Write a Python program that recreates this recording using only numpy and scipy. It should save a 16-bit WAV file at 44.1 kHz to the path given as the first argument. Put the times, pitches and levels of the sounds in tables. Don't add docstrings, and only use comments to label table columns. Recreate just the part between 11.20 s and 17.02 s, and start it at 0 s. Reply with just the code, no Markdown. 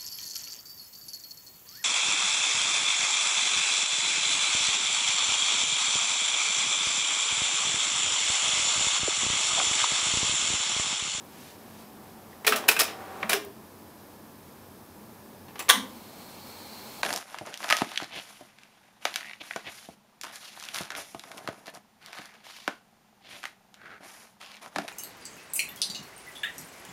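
import sys
import numpy as np
from scipy import signal
from scipy.fft import rfft, irfft
from scipy.io import wavfile
from scipy.ndimage import uniform_filter1d

SR = 44100
rng = np.random.default_rng(int(sys.argv[2]) if len(sys.argv) > 2 else 0)


def gain_from_db(level_db):
    decades = np.asarray(level_db, float) / 20
    return 10 ** decades


def transcribe(u):
    v = np.clip(np.atleast_2d(u).T, -1, 1)
    q = np.round(v * 32767).astype(np.int16)
    wavfile.write(sys.argv[1], SR, q)


N = 256662


def rms_one(x):
    return x / np.sqrt(np.mean(x ** 2) + 1e-20)


def level_curve(rows):
    time_s, level_db = np.transpose(rows)
    return np.interp(np.arange(N) / SR, time_s, level_db)


def at_hz(points, hz):
    point_hz, value = np.transpose(points)
    return np.interp(np.log(hz + 1), np.log(point_hz), value)


def coloured(spectrum):
    hz = np.fft.rfftfreq(N, 1 / SR)
    low_cut = 1 / (1 + (0.8 * spectrum[0][0] / (hz + 1)) ** 6)
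    white = rfft(rng.standard_normal(N))
    return rms_one(irfft(white * gain_from_db(at_hz(spectrum, hz)) * low_cut, N))


def drift(rate_hz):
    knots_per_s = 40
    knots = rng.standard_normal(int(N / SR * knots_per_s) + 2)
    r = np.exp(-2 * np.pi * rate_hz / knots_per_s)
    wander = rms_one(signal.lfilter([1], [1, -r], knots))
    return np.interp(np.linspace(0, len(knots) - 1, N), np.arange(len(knots)), wander)


def resonance(x, hz, width_hz):
    r = np.exp(-np.pi * width_hz / SR)
    zeros = np.array([1, 0, -1]) * (1 - r * r) / 2
    return signal.lfilter(zeros, [1, -2 * r * np.cos(2 * np.pi * hz / SR), r * r], x)


def swell(s, rise_ms, t60_ms):
    t_ms = np.arange(int(0.4 * SR)) / SR * 1000
    rise_ms = max(rise_ms, 0.1)
    start = round(s * SR)
    decay = gain_from_db(-60 * (t_ms - rise_ms) / max(t60_ms, 1))
    return slice(start, start + len(t_ms)), np.minimum(t_ms / rise_ms, decay)


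def contacts(rows, body_db, rise_ms):
    full = []
    for s, peak_db, high_db, t60_ms in rows:
        low_db = body_db + 0.6 * (peak_db + 26) - peak_db
        full.append((s, peak_db, low_db, high_db, rise_ms * gain_from_db(0.89 * high_db), t60_ms))
    return full


def rattle(rows, modes, rough_db):
    unevenness = np.minimum(rng.exponential(1, N), 3)
    grit = rms_one(rng.standard_normal((3, N)) * gain_from_db(rough_db * unevenness))
    drive = np.full((3, N), 1e-9)
    for s, peak_db, low_db, high_db, rise_ms, t60_ms in rows:
        at, shape = swell(s, rise_ms, t60_ms)
        drive[:, at] += gain_from_db(peak_db + np.array([[low_db], [0], [high_db]])) * shape
    hit = 0
    for level, grains, edges_hz in zip(drive, grit, [(300, 1000), (1000, 3500), (3500, 19000)]):
        evened = np.sqrt(SR / 2 / (edges_hz[1] - edges_hz[0]))
        band = signal.butter(3, edges_hz, "band", fs=SR, output="sos")
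        hit = hit + evened * signal.sosfilt(band, level * grains)
    for hz, width_hz, db in modes:
        hit = hit + (gain_from_db(np.clip(db, -6, 8)) - 1) * resonance(hit, hz, width_hz)
    return hit


# (frequency [Hz], density [dB per Hz])
RUMBLE = [(15, -52), (25, -23), (59, -19), (82, -14.5), (134, -5), (156, -8), (220, 0), (257, -9),
          (290, -4.5), (321, -6.5), (468, -9.5), (659, -11.5), (977, -11), (1060, -13.5), (1500, -20.5),
          (1950, -31), (3300, -120)]
# (frequency [Hz], density [dB per Hz])
HISS = [(880, -51), (1500, -6), (1720, 3), (1870, -4), (3310, -8.5), (5330, -7), (7390, -11), (13100, -3.5),
        (16000, -7.5)]
# (frequency [Hz], width [Hz], level [dB rms])
ROOM_TONES = [(94, 6.9, -63), (139, 39, -76), (208, 15, -67), (232, 19, -61.5), (292, 40, -67.5),
              (1000, 16, -80)]


def room_floor():
    rumble_db, hiss_db = -50.5, -57
    white = rng.standard_normal(N)
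    tones = sum(gain_from_db(db) * rms_one(resonance(white, hz, width_hz)) for hz, width_hz, db in ROOM_TONES)
    rumble = gain_from_db(rumble_db - 0.5 + 0.24 * drift(5.6)) * coloured(RUMBLE)
    return rumble + tones + gain_from_db(hiss_db) * coloured(HISS)


# (start [s], attack [s], end of hold [s], level [dB])
SLEEVE = [
    (0.0, 0.2, 0.31, -52.5),
    (0.382, 0.21, 0.61, -55.5),
    (.722, .012, 0.69, -67),
    (.82, .012, .9, -65),
    (1.096, .012, 1.11, -59),
]
# (frequency [Hz], density [dB per Hz])
CLOTH = [(1200, -12), (2200, -3.5), (4000, -5), (8000, -10), (12000, -11), (15500, -15)]


def sleeve():
    rest_db, fade_db_per_s = 14, 149.5
    t, level = np.arange(N) / SR, 0
    for s, attack_s, end_s, db in SLEEVE:
        rising_db = rest_db * (np.clip((t - s) / max(attack_s, 0.001), 0, 1) - 1)
        fading_db = fade_db_per_s * np.maximum(t - end_s, 0)
        level = level + (t >= s) * gain_from_db(db + rising_db - fading_db)
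    return level * coloured(CLOTH)


PARTS = {"tabletop": (30, 220, 70), "cabinet": (8, 205, 25), "panel": (5.6, 110, 120),
         "lever": (2.4, 40, 420), "spring": (3.2, 58, 240), "cover": (3, 150, 900),
         "armature": (4, 78, 400), "bell": (5, 300, 40), "shield": (2.4, 250, 1200),
         "plunger": (1, 16, 300), "pawl": (.2, 4, 3000)}
THUDS = {"tabletop": [(1.300, -36, 235.5), (2.030, -40, 187.5), (2.150, -41, 289), (4.510, -37.5, 247.5),
         (4.550, -33, 232)], "cabinet": [(1.268, -27.5, 431), (1.486, -36, 431), (2.135, -30, 400)],
         "panel": [(1.345, -29, 661), (1.600, -41, 630), (2.030, -29.5, 639), (2.130, -30, 655)]}
PINGS = {"lever": [(1.129, -52, 1900), (1.246, -33, 1990), (1.322, -17.5, 1400), (1.439, -31, 1063),
         (1.565, -27, 1450), (2.028, -27, 1285), (2.029, -29, 2250), (2.128, -24, 1790), (1.487, -22, 1700),
         (2.029, -30, 1750)], "spring": [(1.270, -21, 2440), (1.325, -26, 2610), (1.486, -17, 2550),
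         (1.564, -24, 2550), (1.578, -29, 2580), (1.607, -26, 2600), (1.650, -34, 2495), (1.678, -38, 2703),
         (4.396, -41, 2610)], "cover": [(1.600, -28, 5390), (2.150, -41, 5640), (4.393, -42, 7550),
         (4.393, -44, 15000),], "shield": [(4.504, -26, 3450), (4.508, -37, 6100)],
         "armature": [(4.490, -24, 1180), (4.496, -21, 1550), (4.493, -21, 1870)],
         "bell": [(4.502, -35, 3160), (4.505, -41, 1102)], "plunger": [(4.4988, -6.5, 3500)],
         "pawl": [(1.2783, -9, 3500), (1.6062, -11, 4500), (1.3225, -14, 1500), (4.4998, -5, 3000)]}


def rings():
    out = np.zeros(N)
    for part, strikes in {**THUDS, **PINGS}.items():
        rise_ms, t60_ms, spread_hz = PARTS[part]
        for s, peak_db, hz in strikes:
            at, shape = swell(s, rise_ms, t60_ms)
            t = np.arange(len(shape)) / SR
            detune, phase = rng.random((2, 30, 1))
            cycles = t * (hz + spread_hz * (detune - 0.5)) + phase
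            neighbours = 0.25 * np.sin(2 * np.pi * cycles).sum(axis=0)
            out[at] += gain_from_db(peak_db) * shape * (0.5 * np.sin(2 * np.pi * hz * t) + neighbours)
    return out


# (time [s], peak rms [dB], highs [dB], t60 [ms])
LEVERS = [(1.2462, -34, -7, 63), (1.2655, -22.5, 1.5, 106), (1.2765, -20.5, -5, 39), (1.2885, -29, -1, 50),
          (1.3040, -37, -8, 120), (1.3215, -24.5, -10, 71), (1.3320, -32, -10, 110),
          (1.3575, -32, 1.5, 140), (1.4385, -42.5, -23, 55), (1.4805, -26, 1, 37), (1.4845, -17, 3, 43),
          (1.4930, -27.5, 0, 62), (1.5120, -28.5, 0.5, 105), (1.5640, -30.5, -7, 100), (1.5890, -25, 5, 37),
          (1.5955, -24, 5.5, 42), (1.6045, -25.5, 4.5, 45), (1.6150, -24, -2, 34), (1.6300, -34, 3, 93),
          (1.6790, -39.5, -12, 260), (2.0280, -30, -31, 46), (2.0930, -23.5, 1.5, 57),
          (2.1040, -32, -7, 130), (2.1150, -32.5, -0.5, 160), (2.1295, -22, -0.5, 30),
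          (2.1380, -35.5, -5, 140), (2.1600, -47, -1, 49)]
# (frequency [Hz], width [Hz], gain [dB])
CHASSIS = [(431, 21, 8), (655, 43, 8), (1224, 120, 3.5), (2400, 75, 3.5), (3890, 160, 3), (5300, 800, 5),
           (9800, 1800, 2)]


def levers():
    return rattle(contacts(LEVERS, body_db=-35, rise_ms=2.6), CHASSIS, rough_db=1.5)


# (time [s], level [dB])
LOADING = [
    (1.30, -60.5),
    (1.40, -41.5),
    (1.60, -52.5),
    (1.80, -45),
    (2.15, -41),
    (2.24, -77),
    (2.34, -84),
]
# (frequency [Hz], density [dB per Hz])
MOTOR = [(250, -2), (400, -2.5), (760, -1), (1150, -4.5), (1700, -8), (2300, -14), (3200, -18),
         (6000, -25.5), (15000, -28)]
# (multiple of rotation, level [dB])
MOTOR_LINES = [(2, -6), (3, -7.5), (4, 1), (5, -7), (6, -9)]


def loading_motor():
    motor_hz, full_speed_db, sag_hz_per_db = 191.6, -53, 0.13
    level_db = level_curve(LOADING)
    hz = motor_hz + sag_hz_per_db * np.minimum(level_db - full_speed_db, 0)
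    turns = 2 * np.pi * np.cumsum(hz * (1 + 0.00591 * drift(5.74))) / SR
    lines = 0
    for k, db in MOTOR_LINES:
        lines = lines + gain_from_db(db + 1.6 * drift(2.2)) * np.sin(k * turns + 6 * rng.random())
    gears = coloured(MOTOR) * gain_from_db(1.2 * drift(10))
    running = level_db > -74
    return gain_from_db(level_db) * running * (gears + gain_from_db(-2.5) * lines)


# (time [s], peak [dB])
TICKS = [
    (2.0800, -48),
    (2.1940, -50),
    (2.2200, -46),
    (2.2400, -51),
    (2.2490, -32),
    (2.2590, -47),
]


def ticks():
    out, white = np.zeros(N), rng.standard_normal(N)
    for s, peak_db in TICKS:
        at, shape = swell(s, 0.38, 5.7)
        out[at] += gain_from_db(peak_db + 5) * shape * white[at]
    return signal.sosfilt(signal.butter(2, 12000, "high", fs=SR, output="sos"), out)


# (time [s], peak rms [dB], highs [dB], t60 [ms])
SOLENOID = [(4.2825, -49, -28, 70), (4.3060, -51, -16, 24), (4.3560, -41.5, -19, 57),
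            (4.3825, -45, -23, 24), (4.3905, -36.5, 1.5, 45), (4.4010, -35, -9, 64), (4.4225, -49, 2, 33),
            (4.4845, -31, -30, 20), (4.4885, -22, 1, 50), (4.4935, -23, -3, 40), (4.4985, -16, -1, 22),
            (4.5053, -20, -3, 30), (4.5110, -44, -15, 25), (4.5250, -39, -22, 170)]
# (frequency [Hz], width [Hz], gain [dB])
BRAKE = [(820, 93, 8), (1140, 150, 5.5), (1870, 90, 2), (3440, 160, -1), (4360, 260, 5.5), (5900, 1100, 7),
         (10000, 1700, 7)]


def solenoid():
    return rattle(contacts(SOLENOID, body_db=-35.5, rise_ms=2.3), BRAKE, rough_db=4.0)


# (time [s], level [dB])
WIND = [
    (4.55, -60),
    (4.70, -52),
    (5.45, -47.5),
    (5.82, -45),
]
# (frequency [Hz], density [dB per Hz])
TAPE = [(350, -1), (600, 1.5), (870, 2.5), (1150, -0.5), (1800, -9.5), (2200, -6.5), (3000, -7), (4200, -4),
        (5200, -8), (6000, -9.5), (9000, -11), (12300, -12.5), (15500, -9.5)]
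# (frequency [Hz], width [Hz], gain [dB])
GUIDES = [(847, 22, 6.5), (2240, 180, 4.5), (4250, 900, -6.5), (5190, 220, 3), (8150, 210, 2),
          (12400, 550, 6.5)]
# (hiss level [dB], whistle level [dB])
WHISTLE = [(-65, -96), (-57, -74), (-47, -52.5), (-44, -57)]


def fast_wind():
    hiss_db = level_curve(WIND)
    whistle_db = np.interp(hiss_db, *np.transpose(WHISTLE))
    whistle_hz = 4280 * (1 + 0.0078 * drift(1.2))
    friction = coloured(TAPE)
    tape = friction
    for hz, width_hz, db in GUIDES:
        tape = tape + (gain_from_db(db) - 1) * resonance(friction, hz, width_hz)
    low_pass = signal.butter(2, 230, fs=SR, output="sos")
    narrow = signal.sosfilt(low_pass, rng.standard_normal((2, N)))
    turns = 2 * np.pi * np.cumsum(whistle_hz) / SR
    whistle = rms_one(narrow[0] * np.sin(turns) + narrow[1] * np.cos(turns))
    return gain_from_db(hiss_db + 0.62 * drift(9.9)) * tape + gain_from_db(whistle_db + 1.2 * drift(15)) * whistle


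# (frequency [Hz], t60 [s])
ROOM_T60 = [(200, 0.85), (1000, 0.34), (4000, 0.31), (15000, 0.23)]


def room(x):
    t = np.arange(int(0.6 * SR)) / SR
    white, tail = rng.standard_normal((2, len(t))), 0
    for k, low_hz in enumerate(150 * 2.0 ** np.arange(7)):
        octave = signal.butter(2, [low_hz, 2 * low_hz], "band", fs=SR, output="sos")
        decay = gain_from_db(-60 * t / at_hz(ROOM_T60, np.sqrt(2) * low_hz))
        tail = tail + signal.sosfilt(octave, white[k % 2]) * decay
    lines = rfft(tail * np.clip((t - 0.003) / 0.0056, 0, 1))
    power = np.abs(lines) ** 2
    even = np.sqrt(uniform_filter1d(power, size=1200) / uniform_filter1d(power, size=90))
    tail = irfft(lines * even, len(t))
    return signal.fftconvolve(x, tail / np.sqrt(np.sum(tail ** 2)))[:N]


def scene():
    blows = rings() + levers() + ticks()
    brake = solenoid()
    echoes = gain_from_db(-11) * room(blows) + gain_from_db(-9) * room(brake)
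    deck = blows + brake + echoes + loading_motor() + fast_wind()
    return (room_floor() + sleeve() + deck)[None]


def roll_off(x):
    return signal.sosfilt(signal.butter(12, 16380, fs=SR, output="sos"), x)


def record(dry):
    rounded = 1.5 * np.tanh(dry / 1.5)
    low_pass = signal.cheby2(18, 50, 15960, fs=SR, output="sos")
    mix = signal.sosfilt(low_pass, rounded)
    return roll_off(mix)


dry = scene()
out = record(dry)
transcribe(out)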